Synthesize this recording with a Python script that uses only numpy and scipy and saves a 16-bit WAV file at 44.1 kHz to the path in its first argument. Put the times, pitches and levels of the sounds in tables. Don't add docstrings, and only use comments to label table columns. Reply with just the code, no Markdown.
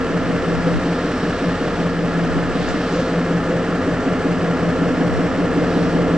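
import sys
import numpy as np
from scipy.fft import rfft, irfft, next_fast_len
from scipy.io import wavfile
from scipy.ndimage import map_coordinates

SR = 44100
rng = np.random.default_rng(int(sys.argv[2]) if len(sys.argv) > 2 else 0)


def master_out(mix):
    frames = np.transpose(np.atleast_2d(mix))
    ceiling = np.clip(frames, -1, 1)
    pcm = np.round(ceiling * 32767).astype(np.int16)
    wavfile.write(sys.argv[1], SR, pcm)


N = 272097

NEAR_TURNS = 5.303
CYLINDERS = 16
# time in seconds, change in dB.
LOUDNESS_DRIFT = [(0, -1.5), (.6, 0), (1.1, -1), (3.3, -0.5), (4.3, 0.5), (6.17, 1.5)]
# time in seconds, change in dB.
HOOD_STRENGTH = [(0, 1.5), (.5, 0), (1.05, -0.5), (1.9, -1), (3.7, -1), (4.4, 0.5), (5, 1.5), (5.3, -1),
                 (5.9, 2.5), (6.17, 4.5)]


def amp(db):
    return 10 ** (np.asarray(db) / 20)


def unit(x):
    return x / np.sqrt(np.mean(x ** 2) + 1e-20)


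def along(points, hz):
    f, v = np.transpose(points)
    return np.interp(np.log(hz + 1), np.log(f + 1), v)


def curve(rows):
    s, db = np.transpose(rows)
    return np.interp(np.arange(N) / SR, s, db)


def swells(rows):
    t = np.arange(N) / SR
    return sum(db * np.exp(-((t - s) / half_width) ** 2) for s, half_width, db in rows)


def wobble(rate):
    knots = rng.standard_normal(int(N * rate / SR) + 4)
    return map_coordinates(knots, [np.arange(N) * rate / SR], mode="nearest")


def filtered(x, response):
    m = next_fast_len(N + SR // 2)
    return irfft(rfft(x, m) * response(np.fft.rfftfreq(m, 1 / SR)), m)[..., :N]


def coloured(x, spectrum):
    return unit(filtered(x, lambda hz: amp(along(spectrum, hz))))


def quadrature(phase):
    return np.sqrt(2) * np.array([np.cos(phase), np.sin(phase)])


def shafts():
    in_step_s = [-.9, .62, 2.15, 3.4, 4.8, 5.97, 7.3]
    far_lead = 5
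    hunt = .0005
    near = np.cumsum(NEAR_TURNS * (1 + hunt * wobble(4))) / SR
    beats = np.interp(np.arange(N) / SR, in_step_s, np.arange(len(in_step_s)))
    return near, near + (far_lead - beats / 2) / CYLINDERS


def repeating(turn, size=16384):
    pattern = irfft(np.exp(2j * np.pi * rng.random((2, size // 2 + 1))))
    return unit(np.array([map_coordinates(p, [turn % 1 * size], mode="grid-wrap") for p in pattern]))


def firing(turn, depth, uneven_db):
    strength = amp(uneven_db * unit(rng.standard_normal(CYLINDERS)))
    stroke = turn * CYLINDERS
    cylinder = np.interp(stroke, np.arange(CYLINDERS), strength, period=CYLINDERS)
    return unit(cylinder * (1 + depth * np.cos(2 * np.pi * stroke)))


def engines(near, far, spectrum, far_db, loose_db, depth, uneven_db):
    turbulence = amp(loose_db) * rng.standard_normal((2, N))
    near_blows = (repeating(near) + turbulence) * firing(near, depth, uneven_db)
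    far_blows = amp(far_db) * repeating(far) * firing(far, depth, uneven_db)
    return coloured(near_blows + far_blows, spectrum)


def tones(turn, orders, scatter, waver_db):
    out = np.zeros((2, N))
    for order, db in orders:
        phase = 2 * np.pi * order * turn + scatter * rng.uniform(-np.pi, np.pi)
        out += amp(db + waver_db * wobble(10)) * quadrature(phase)
    return out


def rings(turn, rows, rough, uneven_db):
    out = np.zeros((2, N))
    for place, hz, length, db in rows:
        t = ((turn - place + .5) % 1 - .5) / NEAR_TURNS
        phase = 2 * np.pi * hz * t + rough * wobble(1 / length) + rng.uniform(-np.pi, np.pi)
        strength = amp(db + uneven_db * wobble(NEAR_TURNS))
        out += strength * np.exp(-(t / length) ** 2) * quadrature(phase)
    return out


def chug_push(near):
    return np.cos(2 * np.pi * (near - .74))


def chug_db(near):
    return -0.2 * chug_push(near)


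def dip():
    return swells([(1.98, 0.093, -2)])


def exhaust(near, far):
    # frequency in Hz, relative level in dB.
    exhaust_spectrum = [(30, -26), (45, -4), (65, -13.5), (90, -6), (150, -7), (175, 3.5), (215, -6),
                        (270, 3), (320, -2), (400, -3), (490, -3), (570, -8.5), (700, -6), (800, -13.5),
                        (1300, -22.5), (3000, -75)]
    noise = engines(near, far, exhaust_spectrum, far_db=-8, loose_db=-8, depth=0.085, uneven_db=-0.5)
    return amp(-22.5 + curve(LOUDNESS_DRIFT) + dip() + chug_db(near)) * noise


def clatter(near, far):
    # frequency in Hz, relative level in dB.
    clatter_spectrum = [(400, -26), (950, -5.5), (1200, 1.5), (1380, 1.5), (1550, -3.5), (1700, 1.5),
                        (2000, -5.5), (2300, -10), (2900, -11.5), (3800, -22), (4600, -23), (6200, -23.5),
                        (8300, -27), (9700, -45.5)]
    noise = engines(near, far, clatter_spectrum, far_db=-8.5, loose_db=-2.5, depth=0.086, uneven_db=1.4)
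    return amp(-29.5 + dip()) * noise


def boom(near, far):
    # multiple of the shaft speed, relative level in dB.
    stack_orders = [(31, -47), (32, -30.8), (33, -36.5), (35, -35.5)]
    # time in seconds, half width in seconds, change in dB.
    surges = [(.155, 0.036, 3), (.25, .04, -10), (.335, 0.022, 1.5), (.42, 0.03, -8), (.48, 0.017, 4),
              (.59, .025, -6.5), (.669, .025, 6), (.82, 0.038, -2), (1.13, .04, -5), (1.29, .03, 2),
              (1.4, 0.035, -11), (1.47, 0.032, 3), (1.57, .03, -4), (1.75, .025, -6), (1.804, 0.026, 3),
              (2.6, .035, 2.5), (2.69, .05, -6), (2.86, .035, -7), (2.93, .025, 4), (3.35, .025, 4),
              (3.45, .03, -5), (3.8, 0.036, -7), (4.02, .035, -9), (4.19, .03, -7), (4.3, .03, 2.5),
              (4.39, .02, -4), (4.58, .025, -4), (4.75, .035, -6), (5.14, 0.04, -11), (5.31, .03, -6),
              (5.49, 0.025, -5), (5.62, .025, 2.5), (5.72, .04, -6)]
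    stack_turn = .83
    near_stack = tones(near - stack_turn, stack_orders, scatter=0, waver_db=1.8)
    far_stack = tones(far - stack_turn, [(2 * CYLINDERS, -36)], scatter=0, waver_db=1)
    level_db = 2 + .8 * curve(LOUDNESS_DRIFT) + chug_db(near) + 1.3 * chug_push(near) + swells(surges)
    return amp(level_db) * (near_stack + far_stack)


def hood(near):
    # multiple of the shaft speed, relative level in dB.
    hood_orders = [(48, -37.5), (52, -41), (87, -36.5)]
    return amp(3 + 1.2 * curve(HOOD_STRENGTH)) * tones(near, hood_orders, scatter=0.88, waver_db=1.1)


def drone(near, far):
    # multiple of the shaft speed, relative level in dB.
    drone_orders = [(16, -48), (23, -46), (40, -44), (73, -46), (90, -43), (99, -41), (158, -50),
                    (257, -49), (316, -47.5), (395, -55)]
    # multiple of the shaft speed, relative level in dB.
    far_orders = [(158, -50)]
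    near_drone = tones(near, drone_orders, scatter=1, waver_db=2.5)
    return amp(3) * (near_drone + tones(far, far_orders, scatter=1, waver_db=2.5))


def panel(near):
    # time in seconds, level in dB.
    panel_level = [(0, -37), (1.3, -37), (2.4, -35.5), (4.3, -42.5), (4.9, -34), (5.45, -36.5), (5.75, -29),
                   (6.17, -26)]
    return amp(curve(panel_level)) * tones(near, [(56, 0)], scatter=1, waver_db=1.5)


def rumble(near, far):
    def bank(turn):
        return np.sqrt(2) * np.sin(np.pi * CYLINDERS * turn)
    return amp(-42) * (bank(near) + amp(-9) * bank(far))


def hiss():
    # frequency in Hz, relative level in dB.
    hiss_spectrum = [(1200, -11), (2800, 5.5), (4500, 2.5), (5500, -1.5), (7300, -14.5), (8700, -12),
                     (9600, -41)]
    # time in seconds, half width in seconds, rise in dB.
    hiss_swells = [(1.35, 0.95, 4.5), (2.63, 0.081, 4), (2.89, 0.27, 6.5), (5.75, 0.2, 4)]
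    return amp(-45 + swells(hiss_swells) + dip()) * coloured(rng.standard_normal((2, N)), hiss_spectrum)


def blower():
    # mean frequency in Hz, relative level in dB.
    whine_lines = [(5399, -15), (5529, 0), (7370, -17), (8753, -12.5)]
    # mean frequency in Hz, relative level in dB.
    whistle_lines = [(5071, 0), (5245, -9)]
    # time in seconds, half width in seconds, change in dB.
    whine_swells = [(.15, .08, 3), (.48, .14, 6.5), (.71, .05, 4), (1.22, .26, 9), (1.82, .06, 4),
                    (2.88, .17, 5.5), (3.6, .25, -3), (4.69, .06, 5), (4.89, .08, 7), (5.2, .17, 8),
                    (5.5, .07, -4), (5.82, .17, 9)]
    # time in seconds, half width in seconds, rise in dB.
    whistle_swells = [(.62, .15, 8.5), (1.4, .2, 4), (2.35, .3, 4), (2.93, .1, 8), (4.4, .22, 7)]
    clock = np.cumsum(1 + .0004 * wobble(5) + .0012 * wobble(80)) / SR

    def chord(lines):
        return unit(sum(amp(db + wobble(12)) * np.sin(2 * np.pi * (hz * clock + rng.random()))
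                        for hz, db in lines))

    whine = amp(-58.5 + swells(whine_swells)) * chord(whine_lines)
    whistle = amp(-63.5 + swells(whistle_swells)) * chord(whistle_lines)
    return np.array([whine + whistle, np.zeros(N)])


def wind():
    # time of the peak in seconds, relative level of the peak in dB.
    gust_rows = [(.25, -33), (.6, -32), (.77, -18.5), (2.38, -23), (2.51, -23), (2.72, -25.5), (5.16, -23)]
    # frequency in Hz, relative level in dB.
    buffet_spectrum = [(12, -44.5), (25, -15.5), (48, -8), (85, 1.5), (150, -11), (350, -24.5), (900, -81)]
    rise_s, fall_s = .06, .03
    t = np.arange(N) / SR
    gusts = sum(amp(db) * np.exp(-np.maximum((s - t) / rise_s, (t - s) / fall_s)) for s, db in gust_rows)
    lumps = unit(amp(2 * wobble(18)) * coloured(rng.standard_normal(N), buffet_spectrum))
    return (amp(-40) + gusts) * lumps


def knocks(near):
    # place in the turn, pitch in Hz, half length in seconds, relative level in dB.
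    knock_rows = [(.16, 262, .006, -27), (.29, 330, .007, -27), (.5, 720, .005, -34), (.57, 215, .011, -28),
                  (.64, 620, .005, -29), (.72, 515, .022, -30.5), (.81, 480, .007, -28),
                  (.86, 600, .032, -31.5), (.87, 340, .005, -28), (.91, 135, .007, -28),
                  (.92, 420, .005, -30), (.96, 600, .005, -31)]
    # place in the turn, pitch in Hz, half length in seconds, relative level in dB.
    thump_rows = [(.62, 265, .009, -18.5)]
    # time in seconds, change in dB.
    thump_force = [(.12, -5), (.3, 1), (.49, -3), (.68, 2), (.87, -2), (1.05, 0), (1.3, -4), (2.75, -2),
                   (3.7, -4), (4.07, 1), (4.65, -2), (5.02, 2), (5.39, 0), (5.58, 3), (5.77, 2), (6.15, -2)]
    light = amp(-0.5 + curve(HOOD_STRENGTH)) * rings(near, knock_rows, rough=0.17, uneven_db=1)
    heavy = amp(curve(thump_force)) * rings(near, thump_rows, rough=0.21, uneven_db=2.0)
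    return light + heavy


def ticks(near):
    # place in the turn, pitch in Hz, half length in seconds, relative level in dB.
    tick_rows = [(.2, 1230, .006, -32), (.56, 3100, .004, -40), (.93, 2600, .003, -39),
                 (.98, 1700, .005, -31)]
    return amp(-4 + dip()) * rings(near, tick_rows, rough=0.67, uneven_db=1.5)


def ring():
    # time in seconds, half width in seconds, rise in dB.
    ring_swells = [(.68, 0.035, 14.5), (1.28, 0.04, 6.2), (3.0, 0.041, 21), (3.16, 0.052, 13),
                   (3.55, 0.079, 17), (4.9, .04, 16.3), (5.06, 0.053, 11), (5.45, 0.047, 14)]
    centre_hz, half_width_hz = 508.4, 33
    noise = rng.standard_normal((2, N))
    band = filtered(noise, lambda hz: np.exp(-((hz - centre_hz) / half_width_hz) ** 2))
    return amp(-41 + swells(ring_swells)) * unit(band)


def click_and_puffs():
    # start in seconds, relative level in dB, time to decay by 60 dB in seconds.
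    burst_rows = [(2.672, -33.5, .03), (2.685, -39, .25), (2.92, -43.5, .9)]
    t = np.arange(N) / SR
    bursts = sum(np.clip((t - s) * 400, 0, 1) * amp(db - 60 * np.abs(t - s) / t60) for s, db, t60 in burst_rows)
    spectrum = [(1500, -24.0), (4500, -0.5), (7200, -0.5), (9500, -32.5)]  # (Hz, relative dB)
    return bursts * coloured(rng.standard_normal((2, N)), spectrum)


def width():
    # start in seconds, share of the width lost.
    narrowings = [(.79, 0.88), (2.759, 1)]
    snap_s, hold_s, return_s = .04, .25, 0.86
    t = np.arange(N) / SR
    lost = []
    for s, share in narrowings:
        snap = np.clip((t - s) / snap_s, 0, 1)
        lost.append(share * snap * np.exp(-np.maximum(t - s - hold_s, 0) / return_s))
    return amp(-2) * np.clip(1 - np.max(lost, axis=0), 0, 1)


def scene(lag=3.3e-5, narrow_hz=1300):
    # frequency in Hz, gain of the side sound in dB.
    side_spread = [(60, -11.5), (170, -12.5), (300, -12.5), (600, -12.5), (1100, -15.5), (2200, -15),
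                   (4500, -4.5), (8500, -19.5)]
    # frequency in Hz, left over right in dB.
    ear_tilt = [(60, 1.5), (110, 1.0), (190, 1.0), (330, 0.5), (580, 0.0), (1020, -0.5), (1790, -0.5),
                (3150, 0.0), (5540, -0.5), (9760, 0.0)]
    near, far = shafts()
    steady = exhaust(near, far) + clatter(near, far) + boom(near, far) + hood(near)
    steady = steady + drone(near, far) + panel(near) + rumble(near, far)
    mid, side = steady + hiss() + blower() + knocks(near) + ticks(near) + ring() + click_and_puffs()
    side = filtered(side, lambda hz: amp(along(side_spread, hz)))
    low = filtered(side, lambda hz: 1 / (1 + (hz / narrow_hz) ** 4))
    side = side - low + width() * (low + wind())
    ears = np.array([[1], [-1]])

    def placement(hz):
        return amp(ears * along(ear_tilt, hz) / 2) * np.exp(-1j * np.pi * hz * lag * ears)

    return filtered(mid + ears * side, placement)


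def record(dry):
    offset = .0076
    return filtered(dry, lambda hz: hz < 10300) + offset


dry = scene()
out = record(dry)
master_out(out)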